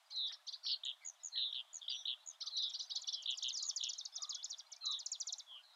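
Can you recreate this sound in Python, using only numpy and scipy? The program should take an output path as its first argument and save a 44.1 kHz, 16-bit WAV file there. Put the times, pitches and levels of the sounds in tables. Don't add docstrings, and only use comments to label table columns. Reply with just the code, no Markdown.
import sys
import numpy as np
from scipy import signal
from scipy.fft import rfft, irfft
from scipy.io import wavfile

SR = 44100
rng = np.random.default_rng(int(sys.argv[2]) if len(sys.argv) > 2 else 0)


def wav_record(signal):
    frames = np.transpose(np.atleast_2d(signal))
    bounded = np.clip(frames, -1, 1)
    quanta = np.round(bounded * 32767).astype(np.int16)
    wavfile.write(sys.argv[1], SR, quanta)


N = 253575
VIBRATO_HZ = 125


def undb(db):
    return 10 ** (np.asarray(db) / 20)


def add(out, start, x):
    i = max(int(start * SR), 0)
    out[i:i + len(x)] += x[:len(out) - i]


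def clock(length):
    t = np.arange(max(int(length * SR), 8)) / SR
    return t, t / t[-1]


def arch(u, power):
    return np.abs(np.sin(np.pi * u)) ** power


def wander(t, rate_hz):
    knots = np.arange(t[-1] * rate_hz + 2)
    return np.interp(t * rate_hz, knots, rng.standard_normal(size=400)[:len(knots)])


def band(hz, width_hz):
    return lambda f: 1 / (1 + (2 * (f - hz) / width_hz) ** 4)


def noise(shape, count):
    f = np.fft.rfftfreq(count, 1 / SR) + 1
    x = irfft(rfft(rng.standard_normal(count)) * shape(f), count)
    return x / x.std()


def syrinx(hz, gain, rough_db=1.7, jitter=.012, edge_s=.003):
    t = np.arange(len(hz)) / SR
    waver = 1 + jitter * wander(t, 640)
    phase = 2 * np.pi * np.cumsum(hz * waver) / SR
    gate = np.sin(np.pi / 2 * np.clip(np.minimum(t, t[-1] - t) / edge_s, 0, 1)) ** 2
    return gain * gate * undb(rough_db * wander(t, 190)) * np.sin(phase)


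# f/Hz, relative spectral level/dB
WIND_SPECTRUM = [(600, 1.5), (1250, 1), (1700, -3.5), (2500, -6.5), (3700, -1.5), (4600, -8), (7900, -12.5),
                 (11500, -16.5), (14000, -22.5), (15500, -27.5)]
def wind(level_db=-70.5):
    hz, db = np.transpose(WIND_SPECTRUM)
    hiss = noise(lambda f: undb(np.interp(np.log(f), np.log(hz), db)), N)
    sway_db = .4 * wander(np.arange(N) / SR, 5)
    return hiss * undb(level_db + sway_db)


def peeps(floor_db=-75, spread_db=3.5, count=220):
    out = np.zeros(N)
    for when, pitch, length, size in rng.random((count, 4)):
        t, u = clock(.009 + .042 * length)
        hz = np.full(len(t), 700 * 7.5 ** pitch)
        db = floor_db - spread_db * np.log(1 - .97 * size)
        add(out, when * N / SR, syrinx(hz, arch(u, 2) * undb(db)))
    return out


# delay/s, duration/s, first f/Hz, last f/Hz, relative level/dB
CHIRP_STROKES = [(.002, 0.016, 4850, 6270, -5.5), (.005, 0.027, 3600, 5300, 0),
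                 (.008, 0.032, 2790, 4530, -4)]
def chirp(echo_db=-13):
    out = np.zeros(SR // 8)
    for delay, length, first_hz, last_hz, db in CHIRP_STROKES:
        t, u = clock(length)
        hz = (first_hz + (last_hz - first_hz) * u) * (1 + .015 * rng.standard_normal())
        add(out, delay, syrinx(hz, undb(db) * arch(u ** 1.84, .75), rough_db=3.5, jitter=.034))
    return out + undb(echo_db) * speckled_echo(out)[:len(out)]


# t/s, first level/dB, second level/dB
PAIRED_CHIRPS = [(0.095, -49, -55.5), (0.26, -51, -44), (0.462, -41.5, -42), (2.399, -42, -39.5),
                 (2.56, -37.5, -37), (2.73, -38, -37), (2.892, -36.5, -34.5), (3.066, -36.5, -37)]
def chirp_pairs(interval_s=.054):
    for start, first_db, second_db in PAIRED_CHIRPS:
        yield start, undb(first_db) * chirp()
        yield start + interval_s, undb(second_db) * chirp()


# t/s, duration/s, first f/Hz, level/dB, opening share of the full vibrato
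BUZZ_NOTES = [(0.113, 0.21, 4212, -37, 0.3), (0.626, .14, 4660, -38.5, 0.75),
              (0.627, 0.12, 5715, -46, 0.23), (1.315, 0.21, 4227, -36.5, .4),
              (2.502, 0.23, 4183, -37.5, 0.38), (3.086, .17, 3596, -48, 0.04),
              (3.582, 0.099, 5140, -48.5, 0.1), (4.803, 0.2, 4236, -38.5, 0.14),
              (5.457, 0.17, 3473, -51.5, 0.22)]
def buzzes(fall=.175, vibrato_depth=.065, throb_db=2):
    for start, length, first_hz, db, opening in BUZZ_NOTES:
        t, u = clock(length)
        cycle = 2 * np.pi * np.cumsum(VIBRATO_HZ * (1 + .03 * wander(t, 60))) / SR
        swing = vibrato_depth * np.minimum(opening + 1.1 * u, 1)
        rasp = .014 * (1 - u) ** 4 * wander(t, 900)
        hz = first_hz * (1 - fall * u + swing * np.sin(cycle) + rasp)
        envelope_db = np.interp(u, [0, .3, .69, 1], [-16.5, 0, 0, -14.5])
        gain = undb(db + envelope_db + throb_db * np.cos(cycle))
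        yield start, syrinx(hz, gain, rough_db=.7, jitter=.0072, edge_s=.015)


# t/s, duration/s, centre f/Hz, level/dB
DISTANT_CALLS = [(0.293, 0.079, 1717, -67), (1.008, 0.07, 2120, -64), (1.347, 0.074, 1806, -63.5),
                 (1.813, 0.077, 3320, -54), (1.956, 0.1, 3600, -53), (2.425, 0.088, 1243, -64.5),
                 (3.612, 0.13, 1170, -66.5), (4.182, 0.033, 700, -68), (4.19, 0.19, 1160, -63),
                 (4.83, 0.16, 1178, -60), (5.286, 0.036, 704, -67), (5.63, 0.17, 3970, -65)]
def far_calls(relative_width=.14, fall=.13, rough_db=3):
    out = np.zeros(N)
    for start, length, hz, db in DISTANT_CALLS:
        t, u = clock(length)
        glide = np.exp(2j * np.pi * np.cumsum(hz * fall * (.5 - u)) / SR)
        hoarse = noise(band(hz, relative_width * hz), len(t))
        call = np.real(signal.hilbert(hoarse) * glide)
        add(out, start, undb(db + rough_db * wander(t, 120)) * arch(np.sqrt(u), .96) * call)
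    return out


# t/s, level/dB
STEM_TAPS = [(0.316, -55.5), (0.651, -59)]
def stem_ticks(hz=2200, width_hz=2400, decay_s=.0081):
    out = np.zeros(N)
    t, _ = clock(.03)
    for start, db in STEM_TAPS:
        add(out, start, undb(db) * np.exp(-t / decay_s) * noise(band(hz, width_hz), len(t)))
    return out


# t/s, level/dB, trill rate/Hz
CHIRRUP_NOTES = [(0.662, -36, 131.7), (0.832, -36, 127.8), (1.355, -38.5, 123.8), (1.524, -35, 123),
                 (1.878, -34.5, 124), (2.051, -34.5, 115.7), (3.255, -33.5, 120.4), (3.421, -34.5, 124.8),
                 (3.8065, -36.5, 120)]
def chirrups(swings=8.9, throat_hz=3310, one_db_offset_hz=362):
    for start, db, rate_hz in CHIRRUP_NOTES:
        note = np.zeros(SR // 8)
        t, u = clock(.015)
        flick_hz = np.interp(u, [.1, .55, 1], [2950, 3850, 4000])
        add(note, 0, syrinx(flick_hz, arch(u ** .8, 2.5)))
        t, u = clock(swings / rate_hz)
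        cycle = 2 * np.pi * np.cumsum(rate_hz * (1 + .08 * wander(t, 100))) / SR - 1
        zigzag = .5 + np.arcsin(.95 * np.cos(cycle)) / (2 * np.arcsin(.95))
        top_hz, bottom_hz = np.interp(u, [0, 1], [4270, 3350]), np.interp(u, [0, 1], [2835, 2717])
        hz = bottom_hz + (top_hz - bottom_hz) * zigzag + 70 * wander(t, 110)
        envelope_db = .5 - 7 * u ** 2 + 1.5 * np.sin(cycle)
        break_db = (10 + 10 * u) * np.sin(cycle / 2 - .45) ** 4
        off_resonance_db = ((hz - throat_hz) / one_db_offset_hz) ** 2
        gain = undb(envelope_db - break_db - off_resonance_db)
        add(note, .019, syrinx(hz, gain, rough_db=2.5, jitter=.02))
        yield start, undb(db) * note


# t/s, duration/s, first f/Hz, last f/Hz, level/dB
WHISTLE_NOTES = [(0.713, 0.037, 5050, 4130, -35), (0.849, 0.0065, 8370, 6160, -43.5),
                 (1.894, 0.026, 4950, 4540, -40.5), (1.915, 0.11, 5810, 5820, -54.5),
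                 (3.404, 0.019, 3030, 4800, -51.5), (3.527, 0.095, 6800, 3880, -42),
                 (4.122, 0.081, 3516, 3570, -59.5), (4.349, 0.085, 3334, 3485, -54),
                 (4.426, 0.012, 3150, 5300, -40.5)]
def whistles(time_constants=1.5):
    for start, length, first_hz, last_hz, db in WHISTLE_NOTES:
        t, u = clock(length)
        glide = np.expm1(-time_constants * u) / np.expm1(-time_constants)
        hz = first_hz + (last_hz - first_hz) * glide
        yield start, syrinx(hz, undb(db) * arch(u, .077), rough_db=3, jitter=.013)


# t/s, level/dB
CHATTER_LEVELS = [(1.0, -70), (2.25, -69.5), (2.5, -59), (4.3, -56), (4.75, -66.5), (5.4, -67.5)]
def chatter(low_hz=3300, span=1.8, vibrato_depth=.035, count=90):
    times, levels = np.transpose(CHATTER_LEVELS)
    for k, (when, pitch, length, slope) in enumerate(rng.random((count, 4))):
        start = times[0] + (times[-1] - times[0]) * (k + when) / count
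        t, u = clock(.03 * (.5 + length))
        glide = .39 * (2 * slope - 1) * (u - .5)
        warble = vibrato_depth * np.sin(2 * np.pi * VIBRATO_HZ * t)
        hz = low_hz * span ** (pitch ** 2) * (1 + glide + warble)
        yield start, syrinx(hz, undb(np.interp(start, times, levels)) * arch(u, 1))


# t/s, level/dB
TINKLE_NOTES = [(1.0471, -38), (1.232, -36), (1.729, -39), (2.26, -40), (3.638, -37.5)]
def tinkles(pip_hz=6804, pip_s=.0095, period_s=.012, sag=.085, fall=.23, count=5):
    _, u = clock(pip_s)
    for start, db in TINKLE_NOTES:
        note = np.zeros(SR // 8)
        for k in range(count):
            place, glide = k / (count - 1), fall * (k + 1) / count
            hz = pip_hz * (1 - sag * place ** 3) * (1 + glide * (.5 - u))
            gain = undb(db - 9.5 * (2 * place - 1) ** 2) * arch(u, .89)
            add(note, k * period_s, syrinx(hz, gain))
        yield start, note


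# t/s, f/Hz
SWEEP_START_PITCH = [(2.7, 7420), (3.8, 7330), (4.05, 7010), (4.9, 7203), (5.1, 7500), (5.4, 7250)]
# t/s, duration/s, level/dB, tail level relative to the peak/dB
SWEEP_NOTES = [(2.695, .022, -46.5, -17), (2.818, 0.039, -46.5, -11), (2.956, 0.022, -47.5, -9.5),
               (3.015, 0.032, -47, -0.5), (3.22, 0.026, -48, -13), (3.304, 0.027, -46.5, -2.5),
               (3.372, 0.03, -42, -9), (3.427, 0.016, -36.5, -9.5), (3.48, 0.047, -39.5, -6),
               (3.569, .036, -36, -10.5), (3.624, .018, -34, -16), (3.684, 0.033, -34, -11),
               (3.76, 0.053, -35.5, -12.5), (3.834, 0.016, -38, -4), (3.887, 0.035, -37.5, -13),
               (3.931, 0.011, -39.5, -9), (3.979, 0.041, -41, -5.5), (4.051, 0.014, -36.5, -7.5),
               (4.154, 0.036, -38, -10), (4.219, 0.038, -36, -9.5), (4.292, 0.045, -37, -7),
               (4.344, 0.019, -34.5, -12), (4.441, 0.023, -37, -10), (4.499, 0.051, -40.5, -7.5),
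               (4.582, 0.028, -44.5, -5.5), (4.717, 0.026, -45, -14.5), (4.762, 0.0091, -51, -7),
               (4.854, .019, -37.5, -6.5), (4.911, 0.035, -40, -5), (4.988, .046, -41.5, -11),
               (5.059, 0.017, -35.5, -24.5), (5.116, .048, -35.5, -11), (5.2, 0.035, -34, -12),
               (5.268, 0.04, -35, -10.5), (5.323, 0.02, -35, -9.5), (5.381, 0.028, -41.5, -9)]
def down_sweeps(knee_hz=4840, end_hz=3233, flutter_hz=200.6, flutter_depth=.38, swing_hz=141):
    for start, length, db, tail_db in SWEEP_NOTES:
        t, _ = clock(length)
        top_hz = np.interp(start, *np.transpose(SWEEP_START_PITCH))
        knee_s = min(.61 * length, .0168)
        drop = np.minimum(t / knee_s, 1) ** 1.25
        tail = np.clip((t - knee_s) / max(t[-1] - knee_s, .008), 0, 1)
        hz = top_hz + (knee_hz - top_hz) * drop + (end_hz - knee_hz) * tail ** .85
        envelope_db = np.interp(t / knee_s, [0, .6, 1, 1.5], [-6, 0, -2.5, tail_db])
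        ragged = np.clip(2 * (t / knee_s - 1), 0, 1)
        envelope_db += 4 * ragged * wander(t, 2 * flutter_hz)
        hz += 130 * ragged * wander(t, 2 * flutter_hz)
        flutter = np.clip((knee_s - .011) / .006, 0, 1)
        cycle = 2 * np.pi * (flutter_hz * t * (1 + .12 * rng.standard_normal()) + rng.random())
        hz += swing_hz * flutter * np.sin(cycle)
        gain = undb(db + envelope_db) * (1 + flutter_depth * flutter * np.cos(cycle))
        yield start, through_stems(syrinx(hz, gain, rough_db=2.6, edge_s=.0026))


def through_stems(note, glance_db=-13, detour_s=.0027, count=3):
    out = np.pad(note, (0, SR // 100))
    for share in rng.random(count):
        add(out, detour_s * share, undb(glance_db) * note)
    return out / np.sqrt(1 + count * undb(glance_db) ** 2)


def speckled_echo(note, spread_s=.01, count=22):
    response = np.zeros(SR // 5)
    t, u = clock(.012)
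    for lateness, pitch, phase in rng.random((count, 3)):
        delay = -spread_s * np.log(1 - .99 * lateness)
        wavelet = arch(u, .63) * np.sin(2 * np.pi * ((2800 + 4800 * pitch) * t + phase))
        add(response, delay, (1 - .44 * lateness) * wavelet)
    return signal.fftconvolve(note, response / np.linalg.norm(response) / 2)


def sing(notes, speckle_db, throat_low_hz=2620):
    out = np.zeros(N)
    for start, note in list(notes):
        add(out, start, note)
        add(out, start, undb(speckle_db) * speckled_echo(note))
    low_cut = signal.butter(10, throat_low_hz, "highpass", fs=SR, output="sos")
    return signal.sosfilt(low_cut, out + 1e-18)


def reed_reverberation(x, ring_hz=3500, ring_width_hz=850):
    t, _ = clock(.8)
    ring = noise(band(ring_hz, ring_width_hz), len(t)) / np.sqrt(SR / 2 / ring_width_hz)
    early, late = rng.standard_normal((2, len(t)))
    response = np.zeros(len(t))
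    for db, t60, grain in ((-20, .067, early), (-25, .32, late), (-26, .72, ring)):
        decay = np.exp(-np.log(1000) * t / t60)
        response += undb(db) * grain * decay / np.linalg.norm(decay)
    return signal.fftconvolve(x, response)[:N]


def scene(hidden_echo_db=6):
    bunting = sing([*buzzes(), *chirrups(), *tinkles(), *whistles()], speckle_db=-12.5)
    hidden = sing([*down_sweeps(), *chirp_pairs()], speckle_db=-17) + sing(chatter(), speckle_db=-1)
    echo = reed_reverberation(bunting + undb(hidden_echo_db) * hidden)
    return (bunting + hidden + echo + far_calls() + stem_ticks() + peeps() + wind())[None]


def record(dry, low_hz=592, top_hz=15700, bass_db=-35.5):
    low_cut = signal.ellip(10, .3, 70, low_hz, "highpass", fs=SR, output="sos")
    top_cut = signal.ellip(8, .2, 70, top_hz, fs=SR, output="sos")
    return signal.sosfilt(top_cut, signal.sosfilt(low_cut, dry) + undb(bass_db) * dry)


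dry = scene()
out = record(dry)
wav_record(out)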